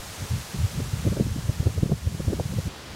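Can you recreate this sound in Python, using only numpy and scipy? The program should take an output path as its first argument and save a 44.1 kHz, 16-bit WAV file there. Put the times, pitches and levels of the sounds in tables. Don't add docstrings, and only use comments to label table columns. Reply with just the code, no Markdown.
import sys
import numpy as np
from scipy import signal
from scipy.fft import rfft, irfft, next_fast_len
from scipy.io import wavfile
from scipy.ndimage import uniform_filter1d

SR = 44100
rng = np.random.default_rng(int(sys.argv[2]) if len(sys.argv) > 2 else 0)


def generate_wav(signal):
    frames = np.transpose(np.atleast_2d(signal))
    scaled = np.clip(frames, -1, 1) * 32767
    pcm = np.round(scaled).astype(np.int16)
    wavfile.write(sys.argv[1], SR, pcm)


N = 130095

# t/s, level/dB
RUSTLE_LEVEL = [(0, -39.8), (.3, -38.8), (.43, -39.5), (.68, -39.5), (.82, -40.2), (1.05, -40),
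                (1.3, -42.1), (1.58, -41.5), (1.8, -43), (2.0, -44.5), (2.25, -42.4), (2.66, -42),
                (2.95, -42)]
# f/Hz, relative level/dB
BRIGHT_RUSTLE_TONE = [(30, 5), (90, -3.5), (450, 5), (750, 3), (1200, 2.5), (2200, -0.5), (6500, -1.76),
                      (10000, -6.5), (12500, -9.5), (15500, -15)]
# f/Hz, relative level/dB
DULL_RUSTLE_TONE = [(30, -1), (90, 7), (540, 6), (750, 3.5), (2500, -1), (4500, -2), (9500, -13),
                    (15500, -22)]
# t/s, level/dB
GUST_LEVEL = [(0, -55), (.03, -38.5), (.17, -47), (.22, -27.5), (.28, -48), (.32, -27.5), (.38, -29),
              (.46, -43.5), (.525, -50), (.56, -29.5), (.655, -32), (.69, -40), (.76, -29.5), (1.0, -34.5),
              (1.12, -27.5), (1.46, -34.5), (1.54, -36), (1.8, -32), (2.02, -35.5), (2.33, -30.5),
              (2.48, -37), (2.56, -26), (2.63, -34.5), (2.675, -25), (2.695, -49.5), (2.95, -44.5)]
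# f/Hz, relative level/dB
RUMBLE_TONE = [(15, -50), (30, -31), (55, -1), (85, 1), (140, -2.5), (200, -8.5), (280, -22), (450, -34),
               (800, -43), (2000, -78)]
# t/s, relative thump level/dB, thump f/Hz, rise time/cycles, relative flutter level/dB
EDDIES = [(.315,-22,94,1.1,-63), (.333,-20,120,0.87,-51), (0.35,-21.5,115,1.2,-52),
          (0.548,-24,172,0.96,-43), (0.62,-15.5,93,1,-62), (.645,-11.5,101.4,1.45,-53),
          (0.782,-18,153,1.37,-47), (.802,-17.5,290,0.53,-34.5), (0.823,-22,95,0.67,-48),
          (0.939,-14.5,110,0.65,-46), (1.055,-13,148,0.5,-37), (1.067,-13.5,320,0.49,-38),
          (1.075,-13.5,104,0.82,-29.5), (1.086,-17.5,230,.6,-41), (1.126,-20,174,1.2,-33.5),
          (1.17,-23,540,0.58,-31), (1.2,-11,390,0.63,-34), (1.21,-9,185,0.72,-32), (1.224,-18,202,0.54,-36),
          (1.262,-15,115,0.91,-46), (1.269,-22.5,228,0.94,-48), (1.321,-16,84.5,0.58,-63),
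          (1.364,-18.5,241,0.67,-48), (1.387,-18.5,115,0.35,-43), (1.496,-9.5,105.5,0.55,-34.5),
          (1.604,-9.5,110,0.52,-42), (1.629,-27,245,.63,-40), (1.67,-9.5,98,0.96,-25),
          (1.781,-18.5,93,1.33,-37.5), (1.833,-6.5,140,0.46,-31), (1.861,-15,148,0.47,-34.5),
          (1.897,-17,290,0.38,-44), (1.919,-23,613,0.54,-40), (1.921,-10,172,0.8,-28.5),
          (1.935,-14,140,0.78,-48), (2.075,-12,92,.8,-39.5), (2.148,-18,128,0.6,-41.5),
          (2.202,-19.5,156,.6,-36), (2.249,-20,103,0.46,-48), (2.283,-11.5,85,0.75,-35),
          (2.305,-17,189,0.96,-35.5), (2.333,-23,430,1.3,-26.5), (2.3988,-16,583,0.46,-29.5),
          (2.407,-16,135,0.55,-34.5), (2.46,-17.5,122,0.8,-44), (2.539,-24.5,209,0.85,-38.5),
          (2.589,-13.5,109,0.71,-34.5), (2.669,-21,115,.7,-46), (2.68,-17,127,0.27,-43)]
# f/Hz, relative level/dB
FLUTTER_TONE = [(120, -4), (250, 1), (380, -0.5), (540, -3), (680, -12.5), (900, -29), (1500, -35),
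                (4000, -63)]


def undb(db):
    return 10 ** (np.asarray(db) / 20)


def unit(x):
    return x / np.sqrt(np.mean(x ** 2))


def curve(points):
    return np.interp(np.arange(N) / SR, *np.array(points).T)


def colour(x, tone):
    hz, db = np.array(tone).T
    size = next_fast_len(N)
    freqs = np.maximum(np.arange(size // 2 + 1) * SR / size, 1)
    gain = undb(np.interp(np.log(freqs), np.log(hz), db))
    return irfft(rfft(x, size) * gain, size)[:N]


def wobble(steps_per_s):
    step = (np.arange(N) * steps_per_s / SR).astype(int)
    heights = rng.standard_normal(1024)[step % 1024]
    width = int(SR / steps_per_s)
    return unit(uniform_filter1d(uniform_filter1d(heights, width), width))


def leaf_hiss(taps_per_s=1400, tap_fade_s=0.0024, tap_share=0.21):
    is_tap = rng.random(N) < taps_per_s / SR
    tap_db = np.minimum(rng.exponential(size=N), 6)
    far_leaves = rng.standard_normal(N)
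    fade = np.exp(-1 / (tap_fade_s * SR))
    energy = signal.lfilter([1], [1, -fade], is_tap * undb(tap_db) ** 2)
    taps = unit(np.sqrt(energy) * rng.standard_normal(N))
    return np.sqrt(1 - tap_share) * far_leaves + np.sqrt(tap_share) * taps


def rustle(lull_at_s=2.685, fade_s=0.0088, lull_db=0.5):
    lull = np.clip((np.arange(N) / SR - lull_at_s) / fade_s + .5, 0, 1)
    hiss = leaf_hiss()
    bright = unit(colour(hiss, BRIGHT_RUSTLE_TONE))
    dull = undb(lull_db) * unit(colour(hiss, DULL_RUSTLE_TONE))
    return undb(curve(RUSTLE_LEVEL)) * ((1 - lull) * bright + lull * dull)


def gust_rumble(surge_db=2, surges_per_s=45):
    air = unit(colour(rng.standard_normal(N), RUMBLE_TONE))
    surges = undb(surge_db * wobble(surges_per_s))
    return unit(air * surges) * undb(curve(GUST_LEVEL))


def eddies(thump_gain_db=-1.5, flutter_gain_db=4, flutter_half_length_s=0.0058):
    t = np.arange(N) / SR
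    thumps, flutter_power = np.zeros(N), np.zeros(N)
    for at_s, thump_db, hz, rise_cycles, flutter_db in EDDIES:
        near = np.abs(hz * (t - at_s)) < 5
        cycles = hz * (t[near] - at_s)
        width = rise_cycles * np.where(cycles > 0, 1.03, 1)
        swell = np.exp(-(cycles / width) ** 2)
        thumps[near] -= undb(thump_db + thump_gain_db) * np.cos(2 * np.pi * cycles) * swell
        flutter_swell = 1 / (1 + ((t - at_s) / flutter_half_length_s) ** 2)
        flutter_power += (undb(flutter_db + flutter_gain_db) * flutter_swell) ** 2
    swirls = unit(colour(rng.standard_normal(N), FLUTTER_TONE))
    return thumps + np.sqrt(flutter_power) * swirls


def scene():
    return np.tile(rustle() + gust_rumble() + eddies(), (2, 1))


def record(dry, low_cut_hz=18.6, high_cut_hz=15750):
    bass_cut = signal.butter(2, low_cut_hz, "high", fs=SR, output="sos")
    treble_cut = signal.ellip(10, .2, 80, high_cut_hz, fs=SR, output="sos")
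    return signal.sosfilt(treble_cut, signal.sosfiltfilt(bass_cut, dry))


dry = scene()
out = record(dry)
generate_wav(out)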